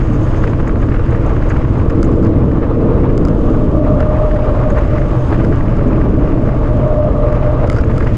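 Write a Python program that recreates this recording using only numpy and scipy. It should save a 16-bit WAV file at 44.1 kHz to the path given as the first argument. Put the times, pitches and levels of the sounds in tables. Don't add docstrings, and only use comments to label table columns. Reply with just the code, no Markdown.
import sys
import numpy as np
from scipy import signal
from scipy.fft import rfft, irfft, next_fast_len
from scipy.io import wavfile
from scipy.ndimage import uniform_filter1d, minimum_filter1d, map_coordinates

SR = 44100
rng = np.random.default_rng(int(sys.argv[2]) if len(sys.argv) > 2 else 0)


def int16_out(signal):
    q = np.round(np.clip(np.atleast_2d(signal).T, -1, 1) * 32767)
    wavfile.write(sys.argv[1], SR, q.astype(np.int16))


N = 360297

# (f/Hz, level/dB)
BUFFET_SPECTRUM = [(8, -8), (20, 1), (32, 2.5), (46, -1), (65, -2), (95, -4), (130, -0.5), (155, -16.5),
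                   (220, -18), (400, -40.5), (800, -92)]
WAKE_SPECTRUM = [(90, -31.5), (150, 0.5), (225, -2.5), (280, 2), (326, -5), (375, -9), (425, -6),
                 (472, -13), (515, -12), (590, -11.5), (720, -28), (1400, -56), (3000, -100)]
RUSH_SPECTRUM = [(250, -10.5), (450, 6.5), (560, 3.5), (650, 4.5), (750, -1.5), (860, 1), (970, -1.5),
                 (1150, 1.5), (1400, -8.5), (2000, -25), (4000, -33.5), (8000, -86.5)]
RASP_SPECTRUM = [(400, -29), (900, 0), (1450, 4.5), (2000, -0.5), (2800, -8), (3600, -25), (5000, -22),
                 (8000, -40), (12000, -65.5)]
WHIR_SPECTRUM = [(300, -60.5), (500, -23.5), (560, -7.5), (605, -2), (650, -9), (710, -17), (1200, -68),
                 (3000, -110)]
HISS_SPECTRUM = [(1500, -12), (3000, 9), (4200, -2), (4950, 0.5), (5800, -5), (6500, -2), (7500, -5.5),
                 (8600, -11.5), (9400, -9.5), (11000, -12.5), (12500, -29.5)]
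CRACK_SPECTRUM = [(400, -21.5), (900, -4.5), (1300, 5), (1600, 7), (2100, -2.5), (2800, -12), (3600, -22.5),
                  (5000, -28.5), (8000, -48), (12000, -71.5)]

# (t/s, length/s, rise/dB)
GUSTS_AND_LULLS = [(-.1, 0.43, -0.5), (.47, 0.25, -1.5), (2.48, .35, -2.5), (4.58, 0.1, 1), (5.0, 0.3, -1),
                   (5.3, 0.21, 0)]
BUFFET_DB, GUST_FADE_S, GUST_SAG_S = -11.5, 0.06, 3
# (t/s, length/s, rise/dB)
WAKE_SWELLS = [(1.76, 2.17, 6), (2.0, 0.36, 1), (5.18, .25, 3.5), (5.6, .8, 4.5)]
WAKE_DB, WAKE_ATTACK_S, WAKE_RELEASE_S, WAKE_SAG_S = -21, 0.26, 0.25, 14
# (t/s, length/s, rise/dB)
LOW_NOTE_SWELLS = [(.1, 1.46, 3), (1.78, 0.59, 9), (2.45, 1.25, 5), (5.24, .22, 6.5), (5.8, 0.75, 4.5)]
HIGH_NOTE_SWELLS = [(0.8, 0.54, 2.5), (1.783, 1.76, 8.5), (2.78, 0.19, 7), (7.0, 1.04, 6.5)]
LOW_HOLLOW, HIGH_HOLLOW = (323, 23, -27.5), (467, 26, -33)  # f/Hz, width/Hz, level/dB
HOLLOW_FADE_S, HOLLOW_SAG_S = 0.15, 9
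# (t/s, rush level/dB, rasp level/dB, hiss level/dB)
AIRFLOW_LEVELS = [(0.0, -34, -38.5, -52.5), (0.39, -32, -42, -48.5), (0.66, -34, -41, -54),
                  (1.64, -31.5, -40, -52.5), (2.43, -34, -47.5, -57), (3.07, -31, -43.5, -57),
                  (3.41, -33.5, -46, -52), (3.8, -31, -44, -54), (4.57, -29, -41.5, -52),
                  (4.94, -36, -39, -53), (5.3, -29, -40.5, -49.5), (5.55, -33, -41.5, -53),
                  (5.85, -33.5, -40.5, -55.5), (6.78, -30.5, -40.5, -54), (7.14, -30.5, -44.5, -55),
                  (7.64, -29.5, -41, -54.5), (7.9, -35.5, -40.5, -55), (8.17, -36, -37.5, -48)]
CRACKLES_PER_S, CRACKLE_DB, CRACKLE_S = 36, -2.5, 0.004

# (t/s, level/dB, f/Hz)
HUM_COURSE = [(0, -34.5, 584), (2.5, -39, 583.5), (3.35, -28.5, 603.6), (3.78, -23.5, 604),
              (4.03, -24, 614), (4.45, -23.5, 612), (4.75, -21, 605.4), (5.3, -28.5, 603), (5.9, -29, 604),
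              (6.55, -23.5, 608.7), (7.05, -23, 602.5), (7.55, -24, 603), (8.17, -31, 596.6)]
# (t/s, length/s, rise/dB)
HUM_SWELLS = [(3.68, 0.83, 6), (4.53, 0.14, 4), (6.72, 0.33, 6), (6.9, 0.14, 2), (7.1, 0.24, 5.5),
              (7.37, 0.17, 5)]
HUM_ATTACK_S, HUM_RELEASE_S, HUM_SAG_S = 0.12, 0.067, 1.8
TONE_DB, TONE_WAVER_HZ, TONE_FLUTTER_DB = -7, 8, 1.5
TONE_DB_PER_DB, WHIR_DB_PER_DB = 1.83, 0.6

# (t/s, length/s, rise/dB)
SHIMMER_SWELLS = [(-.2, 0.64, 17), (1.0, 0.49, 8), (4.75, .55, 8.5)]
SHIMMER_DB, SHIMMER_FADE_S, SHIMMER_SAG_S = -73, 0.25, 3
# (t/s, level/dB)
CHAIN_JINGLES = [(0.1291, -40), (0.2074, -42.5), (0.231, -40), (0.6769, -35.5), (0.8145, -39),
                 (1.1059, -40), (1.262, -38.5), (1.486, -42), (1.495, -36), (1.566, -44.5), (1.7828, -43),
                 (2.0444, -36), (2.1141, -43.5), (4.7007, -37), (4.783, -40), (5.878, -41), (7.843, -48),
                 (7.902, -47)]
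MOUNT_CLICKS = [(1.8976, -30), (1.904, -35), (2.0286, -22.5), (2.159, -42.5), (2.2272, -35.5),
                (2.2488, -35.5), (2.2662, -37.5), (2.5182, -41), (3.1767, -27), (3.2505, -24.5),
                (3.2735, -38), (3.2834, -32), (4.0038, -33), (4.3455, -36.5), (5.4475, -31),
                (5.7683, -37.5), (7.3248, -36.5), (7.6984, -21), (7.7283, -28.5), (7.7628, -35),
                (7.8100, -34), (7.9793, -27.5)]
FRAME_CLANKS = [(7.763, -26.5), (7.784, -17)]
# (f/Hz, level/dB, time to fade by 60 dB/s)
CHAIN_NOTES = [(6240, -4, 0.041), (6680, -4, .05), (7250, -5.5, .03), (7930, -6.5, .03), (8900, -11, .025),
               (9800, -20, .025)]
MOUNT_NOTES = [(1324, 9.5, 0.02), (2100, 2.5, 0.011), (2900, 3, 0.005), (3420, -13.5, 0.008),
               (4740, -8.5, 0.012), (5020, -3, 0.0098), (6390, -5, 0.007), (6980, -4.5, 0.0058),
               (8500, -15, 0.008)]
FRAME_NOTES = [(1440, 4.5, 0.054), (1570, -5, 0.054), (4760, -15, 0.037), (5470, -18, 0.041),
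               (6380, -25, 0.034)]
STRIKE_SCATTER_DB = 2.5

# (t/s, level/dB, decay before stretching/s)
EDDY_BURSTS = [(0.441, -14, 0.0024), (0.477, -19.5, 0.0044), (0.535, -21, 0.0022), (0.603, -22.5, 0.0035),
               (0.676, -19, 0.002), (0.696, -18, 0.0018), (0.759, -22, 0.0012), (0.831, -22, .004),
               (0.889, -20, 0.0015), (0.922, -22, 0.0035), (0.945, -18.5, .0026), (0.964, -26, 0.0044),
               (0.996, -23, 0.0022), (1.125, -22, 0.0033), (1.15, -19.5, 0.0013), (1.297, -23, 0.0024),
               (1.367, -20, 0.002), (1.425, -20, 0.0018), (1.508, -18, 0.0043), (1.52, -21, .003),
               (1.567, -19, 0.0028), (1.651, -22, 0.0025), (1.757, -22.5, 0.0026), (1.905, -23, 0.0034),
               (2.262, -26, 0.01), (2.516, -26, 0.0031), (2.635, -24.5, 0.008), (3.548, -25.5, .003),
               (4.007, -20.5, 0.0048), (4.03, -23, 0.0033), (4.314, -22, 0.0035), (4.365, -21.5, 0.0024),
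               (4.705, -23, 0.0057), (4.781, -19.5, 0.011), (4.936, -24, .003), (5.02, -25, .003),
               (5.329, -17, 0.0034), (5.347, -20, 0.0032), (5.401, -22, 0.006), (5.449, -22, 0.0022),
               (5.528, -19, 0.003), (5.61, -21, 0.002), (5.794, -24, .002), (5.81, -24, 0.0022),
               (6.016, -19.5, 0.0019), (6.493, -22, 0.0025), (7.327, -25, .004), (7.644, -25.5, 0.0049),
               (7.839, -20, 0.0017), (7.9, -22.5, 0.0033), (7.916, -23.5, 0.0027), (8.009, -19, 0.0035),
               (8.028, -22, 0.0036), (8.072, -18, 0.005)]
# (t/s, length/s, level/dB)
ROUGH_PATCHES = [(1.873, .42, -47.5), (5.4, .5, -49), (7.669, .15, -38.5), (7.86, .2, -45)]
CHATTER_PER_S, CHATTER_SCATTER_DB = 110, 3
# (t/s, level/dB)
FALLING_TONES = [(4.66, -23.5), (7.03, -23), (7.58, -23)]
SLIDE_FROM_HZ, SLIDE_TO_HZ, SLIDE_S = 690, 425.5, 0.1353
CEILING, TOP_HZ = 0.92, 11900


def amp(db):
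    return 10 ** (np.asarray(db) / 20)


def unit(x):
    return x / np.sqrt(np.mean(x ** 2) + 1e-20)


def curves(rows):
    times, *columns = np.transpose(rows)
    return [np.interp(np.arange(N) / SR, times, column) for column in columns]


def wobble(rate):
    return map_coordinates(rng.standard_normal(int(N * rate / SR) + 4), [np.arange(N) * rate / SR])


def swells(rows, attack_s, release_s, sag_s):
    t = np.arange(N) / SR
    rise = np.zeros(N)
    for s, length, db in rows:
        climb = np.clip((t - s) / attack_s, 0, 1)
        sag = np.exp(-np.maximum(t - s - attack_s, 0) / sag_s)
        fall = np.clip(1 - (t - s - length) / release_s, 0, 1)
        rise += db * climb * sag * fall
    return rise


def filtered(x, response):
    size = next_fast_len(N + SR // 2)
    return irfft(rfft(x, size) * response(np.fft.rfftfreq(size, 1 / SR)), size)[:N]


def noise(spectrum):
    f, db = np.transpose(spectrum)
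    return unit(filtered(rng.standard_normal(N), lambda hz: amp(np.interp(np.log(hz + 1), np.log(f), db))))


def resonant(centre_hz, width_hz):
    return unit(filtered(rng.standard_normal(N), lambda f: 1 / (1 + ((f - centre_hz) / width_hz) ** 2)))


def steadied(x, seconds):
    return x / np.sqrt(np.abs(uniform_filter1d(x * x, int(seconds * SR))) + 1e-6)


def add(track, s, sound):
    part = track[max(0, round(s * SR)):][:len(sound)]
    part += sound[:len(part)]


def buffeting(thump_db, stretch):
    gusts = swells(GUSTS_AND_LULLS, GUST_FADE_S, GUST_FADE_S, GUST_SAG_S)
    strength = amp(BUFFET_DB + gusts) + amp(thump_db) * bursts(stretch)
    return strength * steadied(noise(BUFFET_SPECTRUM), seconds=0.086)


def wake(flutter_db):
    rise = swells(WAKE_SWELLS, WAKE_ATTACK_S, WAKE_RELEASE_S, WAKE_SAG_S) + flutter_db * wobble(10)
    sound = amp(WAKE_DB + rise) * steadied(noise(WAKE_SPECTRUM), seconds=0.25)
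    for (hz, width, db), rows in ((LOW_HOLLOW, LOW_NOTE_SWELLS), (HIGH_HOLLOW, HIGH_NOTE_SWELLS)):
        lift = swells(rows, HOLLOW_FADE_S, HOLLOW_FADE_S, HOLLOW_SAG_S)
        sound += amp(db + lift) * steadied(resonant(hz, width), seconds=0.15)
    return sound


def rush(level, puffs, puff_db, flutter_db, burst_db, stretch):
    strength = amp(level + puff_db * puffs) + amp(burst_db) * bursts(stretch)
    return strength * unit(noise(RUSH_SPECTRUM) * amp(flutter_db * wobble(45)))


def rasp(level, puffs, puff_db, flutter_db, grain_db):
    puffing = amp(puff_db * puffs + flutter_db * wobble(50))
    ragged = unit(puffing * (1 + amp(CRACKLE_DB) * crackles()))
    return amp(level) * ragged * unit(noise(RASP_SPECTRUM) * amp(grain_db * wobble(350)))


def crackles():
    chance, size = rng.random(N), rng.random(N)
    t = np.arange(-SR // 25, SR // 25) / SR
    spike = np.exp(-np.abs(t) / CRACKLE_S)
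    return signal.fftconvolve((chance < CRACKLES_PER_S / SR) * size, spike, "same")


def hum(whir_db, octave_db):
    level, pitch = curves(HUM_COURSE)
    rise = swells(HUM_SWELLS, HUM_ATTACK_S, HUM_RELEASE_S, HUM_SAG_S)
    phase = 2 * np.pi * np.cumsum(pitch + TONE_WAVER_HZ * wobble(110)) / SR
    tone = steadied(np.sin(phase) * amp(TONE_FLUTTER_DB * wobble(45)), seconds=0.1)
    whir = amp(whir_db) * steadied(noise(WHIR_SPECTRUM), seconds=0.08)
    whir += amp(octave_db) * resonant(centre_hz=1177, width_hz=75)
    return amp(level) * (amp(TONE_DB + TONE_DB_PER_DB * rise) * tone + amp(WHIR_DB_PER_DB * rise) * whir)


def hiss(level, grain_db):
    return amp(level) * unit(noise(HISS_SPECTRUM) * amp(grain_db * wobble(200)))


def shimmer(flutter_db, width_hz):
    level = SHIMMER_DB + swells(SHIMMER_SWELLS, SHIMMER_FADE_S, SHIMMER_FADE_S, SHIMMER_SAG_S)
    peaks = lambda f: sum(amp(db) / (1 + ((f - hz) / width_hz) ** 2) for hz, db, _ in CHAIN_NOTES[:2])
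    return amp(level) * unit(filtered(rng.standard_normal(N), peaks) * amp(flutter_db * wobble(40)))


def rattle(hits, notes, level_db, crack_db, crack_fade_s):
    track, t = np.zeros(N), np.arange(SR // 8) / SR
    onset = 1 - np.exp(-t / 0.00025)
    for s, db in hits:
        ring = np.zeros(len(t))
        for hz, note_db, fade_s in notes:
            strength = amp(note_db + rng.normal(0, STRIKE_SCATTER_DB) - 60 * t / fade_s)
            ring += strength * np.sin(2 * np.pi * hz * rng.normal(1, 0.01) * t)
        crack = amp(crack_db - 60 * t / crack_fade_s) * rng.standard_normal(len(t))
        add(track, s + 0.001, amp(db + level_db) * (ring + crack) * onset)
    return track


def bursts(stretch):
    t = np.arange(N) / SR
    return sum(amp(db) / np.cosh(np.minimum(np.abs(t - s) / (stretch * decay_s), 20))
               for s, db, decay_s in EDDY_BURSTS)


def eddy_cracks(level_db, stretch):
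    return amp(level_db) * bursts(stretch) * steadied(noise(CRACK_SPECTRUM), seconds=0.0053)


def chatter():
    return [(s + length * rng.random(), db + rng.normal(0, CHATTER_SCATTER_DB))
            for s, length, db in ROUGH_PATCHES for _ in range(int(CHATTER_PER_S * length))]


def slides(waver_hz):
    track, progress = np.zeros(N), np.linspace(0, 1, int(SLIDE_S * SR))
    glide = SLIDE_FROM_HZ + (SLIDE_TO_HZ - SLIDE_FROM_HZ) * progress
    arch = np.sqrt(2) * np.sin(np.pi * progress)
    for s, db in FALLING_TONES:
        pitch = glide + waver_hz * wobble(170)[:len(progress)]
        add(track, s, amp(db) * arch * np.sin(2 * np.pi * np.cumsum(pitch) / SR))
    return track


def scene():
    rush_db, rasp_db, hiss_db = curves(AIRFLOW_LEVELS)
    puffs = wobble(16)
    air = buffeting(thump_db=-8, stretch=0.66) + wake(flutter_db=1.35)
    air += rush(rush_db + 5.0, puffs, puff_db=1.1, flutter_db=1.88, burst_db=-9.5, stretch=0.7)
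    air += rasp(rasp_db + 3.0, puffs, puff_db=1.5, flutter_db=1.0, grain_db=2.0)
    air += eddy_cracks(level_db=-7.0, stretch=1.0)
    air += hum(whir_db=-3.5, octave_db=-16.5) + slides(waver_hz=25.2)
    bicycle = hiss(hiss_db + 0.5, grain_db=1.5) + shimmer(flutter_db=4.5, width_hz=140)
    bicycle += rattle(MOUNT_CLICKS, MOUNT_NOTES, level_db=0, crack_db=-4.5, crack_fade_s=0.0062)
    bicycle += rattle(CHAIN_JINGLES, CHAIN_NOTES, level_db=-5, crack_db=-12.5, crack_fade_s=0.035)
    bicycle += rattle(FRAME_CLANKS, FRAME_NOTES, level_db=-4, crack_db=-18, crack_fade_s=0.012)
    bicycle += rattle(chatter(), MOUNT_NOTES, level_db=-1, crack_db=-5.5, crack_fade_s=0.006)
    return (air + bicycle)[None]


def limiter(x, ceiling, hold_s):
    size = int(hold_s * SR)
    gain = minimum_filter1d(np.minimum(1, ceiling / (np.abs(x) + 1e-9)), size)
    return x * uniform_filter1d(uniform_filter1d(gain, size // 2), size // 2)


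def record(dry):
    dulled = filtered(dry[0], lambda hz: 1 / np.sqrt(1 + (hz / 9800) ** 14))
    limited = limiter(dulled, ceiling=CEILING, hold_s=0.037)
    return filtered(limited, lambda hz: hz < TOP_HZ)[None]


dry = scene()
out = record(dry)
int16_out(out)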